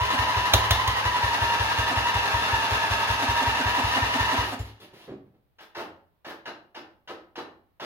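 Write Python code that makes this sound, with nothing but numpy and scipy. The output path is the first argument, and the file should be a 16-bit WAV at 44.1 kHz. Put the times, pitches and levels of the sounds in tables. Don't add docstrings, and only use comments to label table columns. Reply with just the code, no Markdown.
import sys
import numpy as np
from scipy import signal
from scipy.fft import rfft, irfft, next_fast_len
from scipy.io import wavfile

SR = 44100
rng = np.random.default_rng(int(sys.argv[2]) if len(sys.argv) > 2 else 0)


def put_to_file(sound):
    columns = np.atleast_2d(sound).T
    safe = np.clip(columns, -1, 1)
    whole_steps = np.round(safe * 32767)
    wavfile.write(sys.argv[1], SR, whole_steps.astype(np.int16))


N = 346175
TIME = np.arange(N) / SR

# time_s, speed_cycles_per_s
CRANK_SPEED = [(0.0, 5.549), (0.2, 5.605), (0.73, 6.03), (0.9, 5.633), (1.63, 5.399), (1.87, 5.466),
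               (2.92, 5.212), (3.62, 5.466), (4.4, 5.517), (4.96, 0.0)]
# time_s, mesh_hz
MESH_RATE = [(0, 993), (.5, 982), (.62, 1003), (.87, 1018), (1.1, 985), (1.35, 945), (1.65, 935),
             (2.1, 960), (2.4, 938), (2.85, 915), (3.2, 932), (3.7, 968), (4.4, 974)]
# share_of_cycle, relative_speed, gear_load_db
CYCLE = [(0, 1.0, 6), (.12, 1.0, 6), (.25, 1.0, 3), (.38, 1.0, -2), (.56, 1.0, 5.5), (.71, 1.018, 6.5),
         (.78, .99, -2), (.83, .86, 0.5), (.91, .84, -2), (.96, .99, 2.5), (1, 1.0, 5)]
# pitch_hz, width_hz, level_db
PANELS = [(942, 18, 0.5), (990, 13, 2.5)]
# multiple_of_mesh, half_width_hz, level_db
GEAR_BANDS = [(1.73, 35, -20), (1.87, 35, -14.5), (2.78, 60, -18), (2.98, 60, -15), (3.9, 150, -18)]
# pitch_hz, width_hz, relative_level_db
CASING = [(631.7, 10, 0.5), (703, 34, -1), (815, 15, 2.5), (900, 8.6, 8.5), (940, 5.7, 7), (1140, 20, -10),
          (1240, 18, -17), (1271, 25, 3.5), (1602, 28, -2.5), (1704, 28, -4), (1793, 28, -1.5),
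          (1920, 42, -12.5), (2660, 50, -7), (2886, 50, -6.5)]
# pitch_hz, level_db, t60_s (time to fall 60 dB)
THUMP_MODES = [(94, 2, 0.13), (66, -12, .37), (104.2, -5, 0.45), (112, -10, 0.52)]
# start_s, end_s
THROTTLE_OPEN = [(0.05, 0.2), (1.85, 2.0), (3.15, 4.6)]
# start_s, crack_db, boom_db, stroke_boost_db, ring_hz, ring_db
POPS = [(0.535, -10, -16.5, 9, 3900, -29), (0.707, -14.5, -28, 7, 3550, -22),
        (0.875, -23.5, -40.5, 1.7, 3550, -42), (1.784, -32.5, -46, 1.5, 3550, -46)]
# pitch_hz, width_hz, relative_level_db
MUFFLER_SHELL = [(1250, 120, 5.5), (1790, 50, -1.5), (2060, 95, -3.5), (3120, 40, -3.5), (5800, 110, -3),
                 (6600, 110, -2)]
# start_s, length_s, hiss_db, low_body_db, ring_hz, ring_db
COUGHS = [(5.584, 0.049, -48, -56.5, 3490, -60), (5.747, 0.065, -37.5, -34.5, 1720, -54),
          (6.245, 0.062, -41, -41, 1700, -45), (6.454, 0.029, -37, -36.5, 4100, -53),
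          (6.745, 0.033, -40, -40, 5030, -54), (7.074, 0.036, -40.3, -36, 4420, -59),
          (7.355, 0.034, -38, -33, 4040, -50), (7.797, .06, -37.3, -35.5, 3450, -44)]
# pitch_hz, width_hz, level_db
PIPE = [(890, 30, -7), (1290, 30, -4), (1600, 30, -5), (1780, 6.2, 2), (2900, 90, -6), (3950, 58, -4),
        (5300, 30, 2)]
# start_s, length_s, level_db
WHEEZES = [(4.43, 0.093, -37.5), (4.587, 0.016, -40.5), (4.645, 0.05, -50), (4.798, 0.046, -48.5),
           (4.932, 0.12, -52.5)]
# start_s, length_s, level_db
KNOCKS = [(4.819, 0.021, -49), (4.928, 0.019, -50.5), (5.077, 0.052, -38.8)]
# start_s, pitch_hz, level_db
RATTLES = [(4.592, 6630, -40), (4.655, 1900, -46), (4.807, 3450, -44), (4.835, 2150, -50),
           (5.008, 2870, -47), (5.018, 3400, -51)]
# pitch_hz, level_db (per Hz)
GRIND_COLOUR = [(25, -55), (70, -14), (170, -10.5), (400, -9), (520, -7), (750, -6.5), (1100, -1.5),
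                (1450, -5.5), (1800, -7), (2300, -7), (2850, -8), (3400, -8), (4000, -9.5), (6500, -17.5),
                (7600, -28.5), (10500, -26.5), (12500, -29.5), (16000, -35.5)]
# pitch_hz, level_db (per Hz)
CRACK_COLOUR = [(30, -36), (150, -12.5), (1200, -3), (2000, -0.5), (3800, 7), (4700, -4), (6700, -5),
                (7800, -19), (11000, -10.5), (16000, -16)]
# pitch_hz, level_db (per Hz)
BOOM_COLOUR = [(30, -40.5), (200, -15), (420, -7.5), (620, -2), (750, -2), (1000, -9.5), (3000, -28.5),
               (16000, -59.5)]
# pitch_hz, level_db (per Hz)
HISS_COLOUR = [(30, -50), (130, -13), (300, -15), (500, -1), (950, 2), (1150, -2), (1700, 0.5),
               (2200, -5.5), (2900, -5.5), (3500, -7), (4100, -9.5), (4600, -10.5), (6300, -18.5),
               (8000, -36.5), (11000, -31), (16000, -41)]
# pitch_hz, level_db (per Hz)
BODY_COLOUR = [(25, -55), (90, -15.5), (170, -12.5), (330, 0.5), (520, -3), (800, -6.5), (1300, -8),
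               (2000, -16.5), (4000, -44), (9000, -43), (16000, -56)]
# pitch_hz, level_db (per Hz)
WHEEZE_COLOUR = [(30, -32.5), (300, 7), (900, 2.5), (1500, -3), (3200, 1), (4500, -4), (6500, -13.5),
                 (7700, -22), (11000, -13), (16000, -22.5)]
# pitch_hz, level_db (per Hz)
KNOCK_COLOUR = [(30, -26), (110, -5), (220, -3), (340, 1), (550, -8), (800, -15), (1500, -22), (4000, -35),
                (16000, -73)]
# pitch_hz, level_db (per Hz)
FLOOR_COLOUR = [(25, -1), (60, 10), (110, 5.5), (250, -5), (800, -7), (1600, -14), (4000, -20.5),
                (7000, -33.5), (16000, -22.5)]
# pitch_hz, t60_s
ROOM_T60 = [(100, 0.9), (300, 0.45), (800, 0.5), (1800, 0.4), (5000, 0.32), (13000, 0.21)]
# pitch_hz, left_minus_right_db
MIC_BALANCE = [(60, 1), (110, 1.5), (200, -0.5), (380, -1), (700, -3), (1290, 0.5), (2380, 1.5),
               (4400, 2.5), (8120, -4.5), (15000, -11.5)]

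FIRST_STROKE_S, USUAL_CYCLES_PER_S, TEETH_PER_CYCLE = 0.0035, 5.5, 176
RELEASE_S, COAST_END_S = 4.41, 5.05
WHINE_DB, WHINE_SPEED_DB, WHINE_FALL_S = -36, 9.5, 0.051
GRIND_DB, GRIND_FALL_S, COAST_DB, COAST_FALL_S = -27.2, 0.056, -63, 0.036
LABOUR_DB = 3
STROKE_DB, STROKE_SPEED_POWER = -20.5, 0.5
GULP_SHARE, GULP_DB, GULP_SPEED_POWER = 0.74, -29, 1.5
SIZZLE_DB, SIZZLE_DB_PER_S, USUAL_COUGH_S = -63.5, 380, 0.05
BODY_LAG_S = 0.0176
MUFFLER_HZ, MUFFLER_WIDTH_HZ, MUFFLER_DB = 343, 45, -11
SHUDDER_AFTER_S, SHUDDER_EVERY_S, SHUDDER_S, SHUDDER_DB, SHUDDER_GAIN_DB = 0.18, 0.078, 0.016, -60, 2
FLOOR_DB, MIC_SPACING_M, CUTOFF_HZ = -72, 0.13, 15900


def gear_whine(teeth, load_db, second_db=-9, third_db=-13, wobble=.4, backlash=.65, flicker_db=3):
    level_db = WHINE_DB + WHINE_SPEED_DB * (starter_speed() - USUAL_CYCLES_PER_S)
    mesh_angle = 2 * np.pi * teeth
    pinion = mesh_angle / 16
    angle = mesh_angle + wobble * np.sin(pinion) + backlash * drift(49)
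    tone = np.sin(angle)
    tone = tone + from_db(second_db) * np.sin(2 * angle) + from_db(third_db) * np.sin(3 * angle)
    tone = rms_one(tone * (1 + wobble * np.cos(pinion)) * from_db(flicker_db * drift(22)))
    tone = tone + ringing(tone, PANELS)
    return tone * from_db(level_db + load_db) * gate(0, RELEASE_S, WHINE_FALL_S, 0.0013)


def grinding(teeth, load_db, uneven_db=5.5, rub=.5, load_share=0.55, ring_db=5, rattle_db=2.0):
    driven_db = GRIND_DB + LABOUR_DB * (USUAL_CYCLES_PER_S - starter_speed())
    driven = from_db(driven_db) * gate(0, RELEASE_S, GRIND_FALL_S, .001)
    coasting = from_db(COAST_DB) * gate(0, COAST_END_S, COAST_FALL_S, .001)

    tooth_meets = np.diff(np.floor(teeth), prepend=0)
    tooth_force = from_db(uneven_db * np.clip(rng.standard_normal(N), -2, 2))
    strikes = tooth_meets * tooth_force * rng.choice([-1, 1], N)
    bands = sum(from_db(db) * narrow_noise(multiple * teeth, half_width)
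                for multiple, half_width, db in GEAR_BANDS)
    force = rms_one(strikes) + rub * rng.standard_normal(N) + bands
    force = force * from_db(rattle_db * drift(40))
    rings = from_db(ring_db) * ringing(force, CASING)
    return colour(force + rings, GRIND_COLOUR) * (driven + coasting) * from_db(load_share * load_db)


def exhaust(opening_s=0.01, lag_s=0.0023, low_cut_hz=50):
    pushes = np.zeros(N)
    for start_s, db in exhaust_strokes():
        pushes[int(max(start_s + lag_s, 0) * SR)] = from_db(db)
    age = TIME[:SR // 2]
    swing = sum(from_db(db) * np.sin(2 * np.pi * hz * age) * np.exp(-np.log(1000) * age / t60)
                for hz, db, t60 in THUMP_MODES)
    opening = np.sin(np.pi * np.minimum(age / opening_s, 1)) ** 2
    thump = signal.fftconvolve(swing, opening / opening.sum())
    return filtered(-signal.fftconvolve(pushes, thump)[:N], low_cut_hz, "high", order=6)


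def wall_echo(x, delay_s=.048, db=-15):
    return x + from_db(db) * np.interp(TIME - delay_s, TIME, x, left=0)


def intake(honk_hz=262, sag=0.13, length_s=0.04, honk_db=1, rasp_db=0.5, rasp_hz=760,
           rasp_width_hz=320, lead_s=0.0084, flutter=0.28):
    honk, flow = np.zeros(N), np.zeros(N)
    for start_s, db in gulps():
        age = TIME - start_s + lead_s
        on = (age > 0) & (age < length_s)
        stroke = age[on] / length_s
        flow[on] = from_db(db) * np.sin(np.pi * stroke)
        honk[on] = flow[on] * np.sin(2 * np.pi * honk_hz * age[on] * (1 + sag * (1 - stroke)))
    rasp = rms_one(resonance(rng.standard_normal(N), rasp_hz, rasp_width_hz))
    return from_db(honk_db) * honk * (1 + flutter * drift(90)) + from_db(rasp_db) * flow * rasp


def pops(crack_fall_s=0.0047, crack_rise_s=0.001, boom_s=0.0064, boom_fall_s=0.013, boom_rise_s=0.0016,
         shock_db=-4, shock_lag_s=.003, ring_s=.008, ring_fall_s=.016, ring_half_width_hz=170):
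    crack, boom, shell, rings = 0, 0, 0, 0
    for start_s, crack_db, boom_db, _, ring_hz, ring_db in POPS:
        shock_s = start_s + shock_lag_s
        crack = crack + from_db(crack_db) * gate(start_s, crack_fall_s, crack_fall_s, crack_rise_s)
        boom = boom + from_db(boom_db) * gate(start_s, boom_s, boom_fall_s, boom_rise_s)
        for hz, width, db in MUFFLER_SHELL:
            shell = shell + ping(shock_s, hz, crack_db + shock_db + db, 1 / (np.pi * width))
        ring_gate = gate(shock_s, ring_s, ring_fall_s, crack_rise_s)
        rings = rings + from_db(ring_db) * ring_gate * np.sin(2 * np.pi * ring_hz * TIME)
    bursts = crack * noise(CRACK_COLOUR) + boom * noise(BOOM_COLOUR)
    return bursts + .5 * shell + rings * drift(ring_half_width_hz)


def coughs(chiff_hz=2820, chiff_half_width_hz=110, chiff_db=-7, chiff_s=0.012,
           ring_half_width_hz=110, ring_fall_s=0.026, turbulence_db=1.5):
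    hiss, body, sizzle, chiff, own_ring = 0, 0, 0, 0, 0
    flutter = drift(ring_half_width_hz)
    for start_s, length, hiss_db, body_db, ring_hz, ring_db in COUGHS:
        sizzle_db = SIZZLE_DB + SIZZLE_DB_PER_S * (length - USUAL_COUGH_S)
        late = gate(start_s + BODY_LAG_S, length - BODY_LAG_S, 0.027, 0.0053)
        ring_gate = gate(start_s, length, ring_fall_s, 0.013)
        hiss = hiss + from_db(hiss_db) * gate(start_s, length, 0.017, 0.0038)
        chiff = chiff + from_db(hiss_db + chiff_db) * gate(start_s, chiff_s, 0.0092, 0.0023)
        own_ring = own_ring + from_db(ring_db) * ring_gate * np.sin(2 * np.pi * ring_hz * TIME)
        body = body + from_db(body_db) * late
        sizzle = sizzle + from_db(sizzle_db) * late
    hiss = hiss * noise(HISS_COLOUR) * from_db(turbulence_db * drift(70))
    rings = ringing(hiss, PIPE) + own_ring * flutter
    bright = rms_one(filtered(rng.standard_normal(N), 8000, "high"))
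    body = body * noise(BODY_COLOUR)
    hollow = from_db(MUFFLER_DB) * resonance(body, MUFFLER_HZ, MUFFLER_WIDTH_HZ)
    chiff = chiff * narrow_noise(TIME * chiff_hz, chiff_half_width_hz)
    return hiss + rings + body + hollow + sizzle * bright + chiff


def valve_air(spit_db=-25.5, spit_s=0.0086, spit_hz=5000):
    spits = sum(from_db(db + spit_db) * gate(s, spit_s, .008, .004) for s, db in exhaust_strokes())
    wheezes = sum(from_db(db) * gate(s, length, 0.017, 0.0056) for s, length, db in WHEEZES)
    air = noise(WHEEZE_COLOUR)
    return wheezes * air + spits * filtered(air, spit_hz, "high")


def knocks(count=2, fall_s=0.019, knock_rise_s=0.0015, shudder_rise_s=0.012):
    blows = sum(from_db(db) * gate(s, length, fall_s, knock_rise_s) for s, length, db in KNOCKS)
    first_s = KNOCKS[-1][0] + SHUDDER_AFTER_S
    shudders = 0
    for k in range(count):
        shape = gate(first_s + k * SHUDDER_EVERY_S, SHUDDER_S, fall_s, shudder_rise_s)
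        shudders = shudders + from_db(SHUDDER_DB + k * SHUDDER_GAIN_DB) * shape
    return noise(KNOCK_COLOUR) * (blows + shudders)


def rattles(count=3, loss_db=3, fall_s=.0035):
    clinks = 0
    for start_s, hz, db in RATTLES:
        for k in range(count):
            bounce_s = start_s + k * rng.uniform(0.00688, 0.00731)
            pitch_hz = hz * (1 + rng.uniform(-0.0712, 0.08))
            clinks = clinks + ping(bounce_s, pitch_hz, db - k * loss_db, fall_s)
    return clinks


def crank():
    per_s, = along(CRANK_SPEED, TIME)
    return per_s, np.cumsum(per_s) / SR - per_s[0] * FIRST_STROKE_S


def starter_speed():
    mesh_hz, = along(MESH_RATE, TIME)
    return mesh_hz / TEETH_PER_CYCLE


def starter_gear():
    _, cycles = crank()
    relative_speed, load_db = along(CYCLE, cycles % 1)
    return np.cumsum(TEETH_PER_CYCLE * starter_speed() * relative_speed) / SR, load_db


def once_a_cycle(share, db, speed_power):
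    per_s, cycles = crank()
    at = np.flatnonzero(np.diff(np.floor(cycles - share)) > 0)
    speed_db = speed_power * 20 * np.log10(per_s[at] / USUAL_CYCLES_PER_S)
    return np.column_stack([TIME[at], db + speed_db])


def exhaust_strokes():
    strokes = once_a_cycle(0, STROKE_DB, STROKE_SPEED_POWER)
    for start_s, _, _, boost_db, *_ in POPS:
        strokes[np.argmin(abs(strokes[:, 0] - start_s)), 1] += boost_db
    return strokes


def gulps():
    strokes = once_a_cycle(GULP_SHARE, GULP_DB, GULP_SPEED_POWER)
    return [(s, db) for s, db in strokes if any(start < s < end for start, end in THROTTLE_OPEN)]


def from_db(db):
    return 10 ** (np.asarray(db) / 20)


def rms_one(x):
    return x / np.sqrt(np.mean(x ** 2) + 1e-20)


def along(rows, x):
    key, *columns = np.transpose(rows)
    return [np.interp(x, key, c) for c in columns]


def at_hz(points, hz):
    key, value = np.transpose(points)
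    return np.interp(np.log(hz + 1), np.log(key), value)


def filtered(x, hz, kind, order=2):
    return signal.sosfilt(signal.butter(order, hz, kind, fs=SR, output="sos"), x)


def colour(x, spectrum):
    size = next_fast_len(N)
    gain = from_db(at_hz(spectrum, np.fft.rfftfreq(size, 1 / SR)))
    return rms_one(irfft(rfft(x, size) * gain, size)[:N])


def noise(spectrum):
    return colour(rng.standard_normal(N), spectrum)


def drift(rate_hz):
    return rms_one(filtered(rng.standard_normal(N + SR), rate_hz, "low")[SR:])


def narrow_noise(turns, half_width_hz):
    in_step = drift(half_width_hz) * np.cos(2 * np.pi * turns)
    return in_step + drift(half_width_hz) * np.sin(2 * np.pi * turns)


def resonance(x, hz, width_hz):
    r = np.exp(-np.pi * width_hz / SR)
    feedback = [1, -2 * r * np.cos(2 * np.pi * hz / SR), r * r]
    return signal.lfilter(np.array([1, 0, -1]) * (1 - r * r) / 2, feedback, x)


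def ringing(x, modes):
    return sum(from_db(db) * resonance(x, hz, width) for hz, width, db in modes)


def ping(start_s, hz, db, fall_s):
    out, start = np.zeros(N), int(start_s * SR)
    age = TIME[:min(SR // 3, N - start)]
    out[start:start + len(age)] = from_db(db) * np.sin(2 * np.pi * hz * age) * np.exp(-age / fall_s)
    return out


def gate(start_s, hold_s, fall_s, rise_s):
    age = np.maximum(TIME - start_s, 0)
    return np.minimum(age / rise_s, 1) * np.exp(-np.clip((age - hold_s) / fall_s, 0, 20))


def machine(source, wet_db, count):
    return sum(workshop(source(), wet_db) for _ in range(count)) / np.sqrt(count)


def workshop(x, wet_db):
    age = TIME[:SR * 3 // 4]
    edges = np.geomspace(45, 18000, 15)
    white, tail = rng.standard_normal((2, 2, len(age))), 0
    for k, (low, high) in enumerate(zip(edges, edges[1:])):
        hz = np.sqrt(low * high)
        mid, side = filtered(white[k % 2], [low, high], "band")
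        alike = np.sinc(2 * hz * MIC_SPACING_M / 343)
        band = np.sqrt(1 + alike) * mid + np.sqrt(1 - alike) * side * [[1], [-1]]
        band = band * np.minimum(age / 0.0042, 1)
        band = band * np.exp(-np.log(1000) * age / at_hz(ROOM_T60, hz))
        tail = tail + rms_one(band) * np.sqrt(2 * (high - low) / SR / len(age))
    direct = np.stack([np.pad(x, (5, 0))[:N], x])
    wet = from_db(wet_db)
    return (direct + wet * signal.fftconvolve(x[None], tail, axes=1)[:, :N]) / np.sqrt(1 + wet ** 2)


def background():
    return from_db(FLOOR_DB) * np.stack([noise(FLOOR_COLOUR), noise(FLOOR_COLOUR)])


def scene():
    teeth, load_db = starter_gear()
    whine = machine(lambda: gear_whine(teeth, load_db), wet_db=0.0, count=2)
    grind = machine(lambda: grinding(teeth, load_db), wet_db=4.5, count=2)
    breathing = wall_echo(exhaust()) + workshop(intake(), wet_db=-5.0)
    small_noises = workshop(valve_air() + knocks() + rattles(), wet_db=0)
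    bangs = machine(pops, wet_db=-5, count=2) * from_db([[-1], [1]])
    airy_coughs = machine(coughs, wet_db=1.5, count=2)
    return whine + grind + breathing + small_noises + bangs + airy_coughs + background()


def record(dry):
    size = next_fast_len(N + SR // 10)
    lean_db = at_hz(MIC_BALANCE, np.fft.rfftfreq(size, 1 / SR)) * [[.5], [-.5]]
    heard = irfft(rfft(dry, size) * from_db(lean_db), size)[:, :N]
    rounded = .8 * np.tanh(heard / .8)
    return signal.sosfilt(signal.ellip(12, .2, 80, CUTOFF_HZ, fs=SR, output="sos"), rounded)


dry = scene()
out = record(dry)
put_to_file(out)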